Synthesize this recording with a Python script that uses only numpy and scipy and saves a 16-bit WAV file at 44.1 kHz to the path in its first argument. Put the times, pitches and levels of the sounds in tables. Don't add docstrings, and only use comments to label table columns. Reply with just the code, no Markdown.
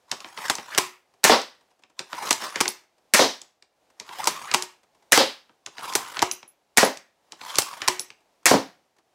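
import sys
import numpy as np
from scipy import signal
from scipy.fft import rfft, irfft, next_fast_len
from scipy.io import wavfile
from scipy.ndimage import uniform_filter1d, minimum_filter1d, map_coordinates

SR = 44100
rng = np.random.default_rng(int(sys.argv[2]) if len(sys.argv) > 2 else 0)


def to_wav(s):
    ch = np.atleast_2d(s).T
    pcm = np.round(np.clip(ch, -1, 1) * 32767)
    wavfile.write(sys.argv[1], SR, pcm.astype(np.int16))


N = 403074

# [t/s, crack level/dB, sear tick level/dB re crack, limb rattle level/dB re crack,
#                   brightness/dB per octave]
STRING_RELEASES = [(1.24, -5, -28, -4.5, -0.5), (3.137, -5, -55, -4, 0), (5.1209, -5.5, -31, -3.5, 0),
                   (6.7723, -4.5, -32, -5.5, -0.5), (8.4564, -6, -55, -4, 0.2)]
# [t/s, thud level/dB, crack level/dB re thud, shaft buzz level/dB re thud,
#                             shaft pitch factor, target shaking level/dB re thud, favoured f/Hz of the spot hit]
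BOLT_HITS = [(1.2958, -7.5, -6, -12, 0.95, -5.5, 950), (3.1932, -10.5, -4.5, -8.5, 1.05, -5.5, 483),
             (5.1757, -10.5, 4, -9, 0.9, -7, 600), (6.829, -9, -11, -25, 1.06, -15.5, 650),
             (8.5113, -6.5, -12, -23, 1.01, -7, 280)]
# [t/s, level/dB, centre f/Hz]
OTHER_CLICKS = [(0.204, -35, 4350), (0.245, -32, 2086), (0.553, -26, 6800), (0.583, -25, 2110),
                (1.416, -31, 5710), (1.836, -46, 2600), (2.328, -16, 7000), (2.421, -27, 2150),
                (2.656, -21, 2254), (3.416, -35, 6010), (3.624, -46, 3740), (4.242, -23, 6000),
                (5.494, -49, 1445), (6.169, -25.5, 2352), (6.429, -39, 2490), (6.972, -34, 5820),
                (7.556, -22, 5760), (7.62, -22, 5955), (8.103, -39, 3280)]
# [f/Hz, level/dB, t60/s]; t60 is the time to fade by 60 dB
STEEL_TONES = [(7009, -20, 0.15), (10800, 1, 0.095), (10870, -1.5, 0.089), (13665, -12, .17),
               (13900, -18, .12)]
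# [f/Hz, level/dB, t60/s]
TARGET_TONES = [(192, -10.5, .17), (266.1, -1.5, 0.23), (301, -3, 0.14), (461, 2.5, 0.13), (572, -2, 0.22),
                (667, -1.5, 0.058), (913, -1.5, .15)]
# [f/Hz, width/Hz, level/dB]
FRAME_RESONANCES = [(1030, 160, 12), (2050, 400, 1), (3450, 500, 3.5), (5300, 700, 3.5)]
# [f/Hz, level/dB]
CRACK_COLOUR = [(30, -34.5), (120, -13), (270, 3.5), (380, -3), (520, 5), (1200, -0.5), (1900, 7),
                (3200, -4), (7500, -1.5), (11000, -9), (16000, -18.5)]
# [f/Hz, level/dB]
LIMB_COLOUR = [(50, -40), (180, -24), (330, -12), (600, -12), (900, -0.5), (1250, -5), (1850, -3),
               (2700, -9), (6000, -5.5), (9000, -15), (16000, -26)]
# [f/Hz, level/dB]
THUD_COLOUR = [(30, -40), (110, -16), (240, 0), (370, -3), (500, 1), (1000, -2.5), (1400, -10), (2500, -13),
               (6000, -25), (16000, -38)]
# [f/Hz, level/dB]
SHAFT_COLOUR = [(500, -36), (1600, -4.5), (2500, -5.5), (3700, 1.5), (5600, 0.5), (7000, -11.5),
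                (11000, -21), (16000, -30)]
# [f/Hz, level/dB]
CLACK_COLOUR = [(100, -27.5), (500, -2), (950, 15.5), (1400, 6), (2100, 7), (3200, 3.5), (5500, 4.5),
                (8000, 1), (11000, -7.5), (16000, -17.5)]
# [f/Hz, level/dB]
STOCK_COLOUR = [(25, -12), (80, -5.5), (180, -1), (380, 6.5), (550, 1.5), (850, 5.5), (1400, -1.5),
                (4000, -29), (16000, -64)]
# [f/Hz, level/dB]
SCRAPE_COLOUR = [(30, -24), (90, -9), (350, -4), (650, 1.5), (1200, 6.5), (2800, -2.5), (6500, -5),
                 (10000, -10.5), (16000, -18)]
# [f/Hz, level/dB]
HUSH_COLOUR = [(25, 4), (100, -14), (280, -9), (480, -5), (750, -2), (1300, -13), (2500, -16),
               (6000, -19.5), (16000, -32)]
# [f/Hz, level/dB]
RASP_COLOUR = [(100, -29.5), (700, -7), (1200, -4), (1700, 3), (2400, -4), (4000, -14.5), (8000, -28),
               (16000, -32.5)]
# [f/Hz, t60/s]
ECHO_TIMES = [(100, 0.38), (300, 0.26), (800, .28), (2000, 0.37), (5000, 0.28), (9000, .26), (15000, 0.33)]
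# [f/Hz, level/dB]
ECHO_COLOUR = [(60, -9), (300, -1.5), (6000, -1), (15000, -2)]
# [unlock t/s, unlock click level/dB, slack friction level/dB, meets rail t/s,
#                     rail click level/dB, rail friction level/dB, hits stop t/s, snap level/dB,
#                     stock knock level/dB, brightness/dB per octave]
LEVER_OPENINGS = [(0.115, -17.5, -49.5, 0.375, -29, -29.5, 0.499, -12.5, -19.5, 1),
                  (1.992, -21.5, -59, 2.13, -24.5, -30.5, 2.308, -9, -19, 1),
                  (3.999, -29, -60, 4.091, -34, -32, 4.273, -10, -17.5, 2.5),
                  (5.662, -28, -65, 5.782, -32, -31, 5.953, -11.5, -16.5, 4.5),
                  (7.321, -33, -63, 7.414, -34.5, -32.5, 7.585, -8, -18.5, 5.5)]
# [mid-stroke change of friction level/dB, string caught t/s, catch click level/dB,
#                     latched t/s, snap level/dB, stock knock level/dB, brightness/dB per octave,
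#                     next bolt drops t/s, drop level/dB]
LEVER_CLOSINGS = [(-6, 0.748, -24, 0.783, -7, -18.5, 2, 0.864, -42),
                  (11, 2.558, -18.5, 2.61, -9.5, -21, 1, 2.679, -16),
                  (3, 4.514, -21, 4.545, -8, -20, 0, 4.623, -20.5),
                  (4, 6.192, -20.5, 6.225, -10, -16.5, -1, 6.313, -20),
                  (3, 7.818, -22, 7.883, -8.5, -21, 0.5, 7.995, -21)]
# [t/s, level/dB]
STEEL_PINGS = [(2.686, -29.5), (4.625, -41), (5.83, -45), (6.316, -31), (6.478, -45), (6.846, -29.5),
               (7.997, -30)]

UNLOCK_HZ, SLACK_HZ, RAIL_HZ, PAWL_HZ, CATCH_HZ, DROP_HZ = 4400, 1500, 2250, 6500, 3250, 6550
SLACK_LAG_S, SLACK_KNOCK_DB = .009, -12
PAWL_LEAD_S, PAWL_DB = .017, -29
STOP_T60_S, LATCH_T60_S = .06, .03
HOOK_LEAD_S, HOOK_DB, HOOK_KNOCK_DB, HOOK_T60_S = .005, -4.5, -32, .012
PUSH_SWELL_DB, FULL_SPEED_LEAD_S, PUSH_EASE_DB = 12, .05, 3.5
PULL_DB = -41.5
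SURGE_AT_S, SURGE_S = .135, .035
GRIP_DB_PER_S, RELEASE_DB_PER_S = 420, 330
RASP_LEAD_S, RASP_DB = .068, -37
STRING_HZ, STRING_T60_S, STRING_DB = 366, .3, -29
TOP_HZ = 15900


def amp(db):
    return 10 ** (np.asarray(db) / 20)


def unit(x):
    return x / np.sqrt(np.mean(x ** 2) + 1e-20)


def along(points, hz):
    f, v = np.transpose(points)
    return np.interp(np.log(hz + 1), np.log(f + 1), v)


def clock():
    return np.arange(SR // 2) / SR


def add(track, s, sound):
    start = max(round(s * SR), 0)
    track[start:start + len(sound)] += sound[:N - start]


def wobble(rate):
    knots = rng.standard_normal(int(N * rate / SR) + 4)
    return map_coordinates(knots, [np.arange(N) * rate / SR])


def colour(x, shape):
    m = 2 * next_fast_len(len(x) // 2 + SR // 16)
    gain = unit(amp(shape(np.fft.rfftfreq(m, 1 / SR) + 1)))
    cepstrum = irfft(np.log(gain + 1e-6), m)
    cepstrum[1:m // 2] *= 2
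    cepstrum[m // 2 + 1:] = 0
    response = np.exp(rfft(cepstrum))
    return irfft(rfft(x, m) * response, m)[:len(x)]


def burst(spectrum, t60, rise, tilt_db=0):
    t = clock()
    envelope = amp(-60 * t / max(t60, .002)) * (1 - np.exp(-t / max(rise, 1e-5)))
    grit = rng.choice([-1, 1], len(t)) * envelope / envelope.max()
    return colour(grit, lambda hz: along(spectrum, hz) + tilt_db * np.log2(np.maximum(hz, 500) / 4000))


def ring(modes, attack, pitch=1, scatter_db=2):
    t = clock()
    tones = np.zeros(len(t))
    for hz, db, t60 in modes:
        level = amp(db + scatter_db * rng.normal() - 60 * t / t60)
        tones += level * np.sin(2 * np.pi * (hz * pitch * t + rng.random()))
    return tones * (1 - np.exp(-t / attack))


def favour(hz, centre_hz, focus_db):
    return -focus_db * np.minimum(np.log2(hz / centre_hz) ** 2, 9)


def focused(spectrum, centre_hz, focus_db):
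    return [(hz, level + favour(hz, centre_hz, focus_db)) for hz, level in spectrum]


def latch_times():
    return [s for _, _, _, s, *_ in LEVER_CLOSINGS]


def stroke(t, start, end, db, swell_db=0, ease_db=0):
    speed_db = np.interp(t, [start, end - FULL_SPEED_LEAD_S, end], [-swell_db, 0, -ease_db])
    before_db = GRIP_DB_PER_S * np.maximum(start - t, 0)
    after_db = RELEASE_DB_PER_S * np.maximum(t - end, 0)
    return db + speed_db - before_db - after_db


def friction(t):
    moves = []
    for opening, closing in zip(LEVER_OPENINGS, LEVER_CLOSINGS):
        unlock_s, _, slack_db, rail_s, _, push_db, stop_s, *_ = opening
        surge_db, _, _, latch_s, *_ = closing
        surge = surge_db * np.exp(-((t - stop_s - SURGE_AT_S) / SURGE_S) ** 2)
        moves.append(stroke(t, unlock_s, rail_s, slack_db))
        moves.append(stroke(t, rail_s, stop_s, push_db, PUSH_SWELL_DB, PUSH_EASE_DB))
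        moves.append(stroke(t, stop_s, latch_s, PULL_DB) + surge)
    return np.max(moves, axis=0)


def room_hush():
    level = amp(-69 + 1.8 * wobble(6))
    return level * colour(rng.standard_normal(N), lambda hz: along(HUSH_COLOUR, hz))


def room(x, gap=0.0025, build=0.002):
    hz, t, z = signal.stft(rng.standard_normal(SR // 2), SR, nperseg=256)
    decay = amp(-60 * t / along(ECHO_TIMES, hz)[:, None])
    tail = signal.istft(z * decay, SR, nperseg=256)[1]
    since_gap = np.maximum(np.arange(len(tail)) / SR - gap, 0)
    tail = tail * (1 - np.exp(-since_gap / build))
    tail = colour(tail, lambda f: along(ECHO_COLOUR, f))
    return signal.fftconvolve(x, tail / np.linalg.norm(tail))[:N]


def all_round(source, count=3):
    return sum(room(source()) for _ in range(count)) / np.sqrt(count)


def grip(per_second=5, level_db=-67, spread_db=9, body_db=-4):
    out = np.zeros(N)
    for chance, size in rng.random((round(per_second * N / SR), 2)):
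        tick = burst(CLACK_COLOUR, t60=.04, rise=.002)
        bump = amp(body_db) * burst(STOCK_COLOUR, t60=.1, rise=.004)
        add(out, chance * N / SR, amp(level_db + spread_db * size) * (tick + bump))
    return out


def loose_bolts(per_second=25, level_db=2, spread_db=6, tinkle_db=-21):
    out = np.zeros(N)
    chance, sizes, pitches = rng.random((round(per_second * N / SR), 3)).T
    times = chance * N / SR
    for s, friction_db, size, pitch in zip(times, friction(times), sizes, pitches):
        if friction_db > -66:
            part = focused(CLACK_COLOUR, 1200 * 3 ** pitch, focus_db=2.5)
            tick = burst(part, t60=0.007, rise=.0004)
            tinkle = amp(tinkle_db) * ring(STEEL_TONES, attack=.001)
            add(out, s, amp(friction_db + level_db + spread_db * size) * (tick + tinkle))
    return out


def contacts():
    rows = list(OTHER_CLICKS)
    for unlock_s, unlock_db, _, rail_s, rail_db, _, stop_s, *_ in LEVER_OPENINGS:
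        rows.append((unlock_s, unlock_db, UNLOCK_HZ))
        rows.append((unlock_s + SLACK_LAG_S, unlock_db + SLACK_KNOCK_DB, SLACK_HZ))
        rows.append((rail_s, rail_db, RAIL_HZ))
        rows.append((stop_s - PAWL_LEAD_S, PAWL_DB, PAWL_HZ))
    for _, catch_s, catch_db, *_, drop_s, drop_db in LEVER_CLOSINGS:
        rows += [(catch_s, catch_db, CATCH_HZ), (drop_s, drop_db, DROP_HZ)]
    return rows


def clicks(tick_db=1.5, focus_db=4.8, body_db=-13, heft_db=7, rattle_db=-19, lead_in_db=-24):
    out = np.zeros(N)
    for s, db, centre_hz in contacts():
        part = focused(CLACK_COLOUR, centre_hz, focus_db)
        tick = amp(tick_db) * burst(part, t60=0.011, rise=.0006)
        rattle = amp(rattle_db) * burst(part, t60=0.067, rise=0.0077)
        lead_in = amp(db + lead_in_db) * burst(part, t60=0.031, rise=0.0022)
        knock_db = body_db - heft_db * np.log2(centre_hz / RAIL_HZ)
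        knock = amp(knock_db) * burst(STOCK_COLOUR, t60=0.11, rise=0.0025)
        add(out, s - .003, lead_in)
        add(out, s, amp(db) * (tick + rattle + knock))
    return out


def groan_pitch(t, wander=.05, rise_hz=550, climb_lead=.04, climb_s=.03, sag_hz=170, sag_lead=.09, sag_s=.04):
    stops = [s for *_, s, _, _, _ in LEVER_OPENINGS]
    sag = sum(np.exp(-((t - s + sag_lead) / sag_s) ** 2) for s in stops)
    climb = sum(np.exp(-((t - s + climb_lead) / climb_s) ** 2) for s in latch_times())
    drift = 1 + wander * np.interp(t, np.arange(N) / SR, wobble(16))
    return FRAME_RESONANCES[0][0] * drift - sag_hz * sag + rise_hz * climb


def sliding(level_db=-1.0, slips=900, slip_db=-5, judder_db=4.5, lurch_db=2.1, patchy_db=3.4):
    force = amp(friction(np.arange(N) / SR))
    grains = (rng.random(N) < slips / SR) * rng.choice([-1, 1], N)
    uneven_db = judder_db * np.tanh(wobble(160)) + lurch_db * np.tanh(wobble(40))
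    rub = (rng.standard_normal(N) + amp(slip_db) * unit(grains)) * amp(uneven_db)
    hz, t, z = signal.stft(rub, SR, nperseg=512)
    hz = hz[:, None]
    centres = [groan_pitch(t)] + [centre for centre, _, _ in FRAME_RESONANCES[1:]]
    frame_db = 0
    for centre, (_, width, db) in zip(centres, FRAME_RESONANCES):
        frame_db = frame_db + db / (1 + (2 * (hz - centre) / width) ** 2)
    patches = uniform_filter1d(rng.standard_normal(z.shape), size=4, axis=0)
    patches = unit(uniform_filter1d(patches, size=8, axis=1))
    gain = amp(along(SCRAPE_COLOUR, hz) + frame_db + patchy_db * patches)
    scrape = signal.istft(z * gain, SR, nperseg=512)[1][:N]
    out = amp(level_db) * force * unit(scrape)
    for s in latch_times():
        add(out, s - RASP_LEAD_S, amp(RASP_DB) * burst(RASP_COLOUR, t60=0.15, rise=.04))
    return out


def ringing(chatter_db=3):
    steel, string = np.zeros(N), np.zeros(N)
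    for s, db in STEEL_PINGS:
        add(steel, s, amp(db) * ring(STEEL_TONES, attack=.001))
    for s in latch_times():
        hum = ring([(STRING_HZ, 0, STRING_T60_S)], attack=.003, scatter_db=1)
        add(string, s, amp(STRING_DB) * hum)
    return steel * amp(chatter_db * wobble(300)) + string


def hard_stops():
    rows = [(s, db, body_db, STOP_T60_S, tilt_db) for *_, s, db, body_db, tilt_db in LEVER_OPENINGS]
    for _, _, _, s, db, body_db, tilt_db, *_ in LEVER_CLOSINGS:
        rows.append((s - HOOK_LEAD_S, db + HOOK_DB, HOOK_KNOCK_DB, HOOK_T60_S, tilt_db))
        rows.append((s, db, body_db, LATCH_T60_S, tilt_db))
    return rows


def clacks(snap_db=1.5, knock_db=0, rattle_db=-7, lead_in_db=-18):
    out = np.zeros(N)
    for s, db, body_db, t60, tilt_db in hard_stops():
        lead_in = burst(CLACK_COLOUR, t60=0.035, rise=0.0025)
        snap = burst(CLACK_COLOUR, t60=0.0092, rise=0.00035, tilt_db=tilt_db)
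        rattle = burst(CLACK_COLOUR, t60=t60, rise=.001, tilt_db=tilt_db)
        knock = burst(STOCK_COLOUR, t60=0.039, rise=.0008)
        add(out, s - .003, amp(db + lead_in_db) * lead_in)
        add(out, s - .0004, amp(db + snap_db) * snap)
        add(out, s, amp(db + rattle_db) * rattle)
        add(out, s, amp(body_db + knock_db) * knock)
    return out


def impacts(thud_db=0, modes_db=-11, focus_db=1.23, buzz_t60=.29):
    out = np.zeros(N)
    for s, db, crack_db, buzz_db, shaft_pitch, shake_db, spot_hz in BOLT_HITS:
        face = focused(THUD_COLOUR, spot_hz, focus_db)
        modes = [(hz, level + favour(hz, spot_hz, focus_db), t60) for hz, level, t60 in TARGET_TONES]
        shaft = [(hz * shaft_pitch, level) for hz, level in SHAFT_COLOUR]
        blow = amp(thud_db) * burst(face, t60=0.055, rise=.0005)
        boom = amp(modes_db) * ring(modes, attack=0.0024, scatter_db=1.0)
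        crack = amp(crack_db + 1.5) * burst(CLACK_COLOUR, t60=.012, rise=.0003)
        buzz = amp(buzz_db) * burst(shaft, t60=buzz_t60, rise=0.014)
        shake = amp(db + shake_db) * burst(face, t60=0.17, rise=0.011)
        add(out, s, amp(db) * (blow + boom + crack + buzz))
        add(out, s + .016, shake)
    return out


def shots(crack_db=0, stop_db=-4.0, stop_delay=.0055, rattle_rise=0.019):
    out = np.zeros(N)
    for s, db, sear_db, rattle_db, tilt_db in STRING_RELEASES:
        sear = burst(CLACK_COLOUR, t60=.05, rise=.0006)
        crack = burst(CRACK_COLOUR, t60=.018, rise=.0007, tilt_db=tilt_db + 2.43)
        slam = burst(CRACK_COLOUR, t60=.07, rise=0.0015, tilt_db=tilt_db)
        rattle = burst(LIMB_COLOUR, t60=.22, rise=rattle_rise, tilt_db=tilt_db)
        add(out, s - .006, amp(db + sear_db) * sear)
        add(out, s, amp(db + crack_db) * crack)
        add(out, s + stop_delay, amp(db + stop_db) * slam)
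        add(out, s + .015, amp(db + rattle_db - 8) * rattle)
    return out


def scene():
    handling = clicks() + sliding() + loose_bolts() + grip()
    target = impacts()
    direct = handling + clacks() + ringing() + shots() + target
    walls = room(amp(-11.5) * handling + amp(-12) * target)
    walls += amp(-10.0) * all_round(clacks) + amp(-12) * all_round(shots)
    return (direct + walls + room_hush())[None]


def record(dry, low_cut_hz=75, order=3):
    low_cut = signal.butter(order, low_cut_hz, "highpass", fs=SR, output="sos")
    x = signal.sosfilt(low_cut, dry)
    ceiling = .85
    needed = np.minimum(1, ceiling / (np.abs(x) + 1e-9))
    gain = uniform_filter1d(minimum_filter1d(needed, size=45), size=45)
    m = next_fast_len(N + SR // 2)
    edge = 1 / (1 + (np.fft.rfftfreq(m, 1 / SR) / TOP_HZ) ** 120)
    return irfft(rfft(x * gain, m) * edge, m)[..., :N]


dry = scene()
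out = record(dry)
to_wav(out)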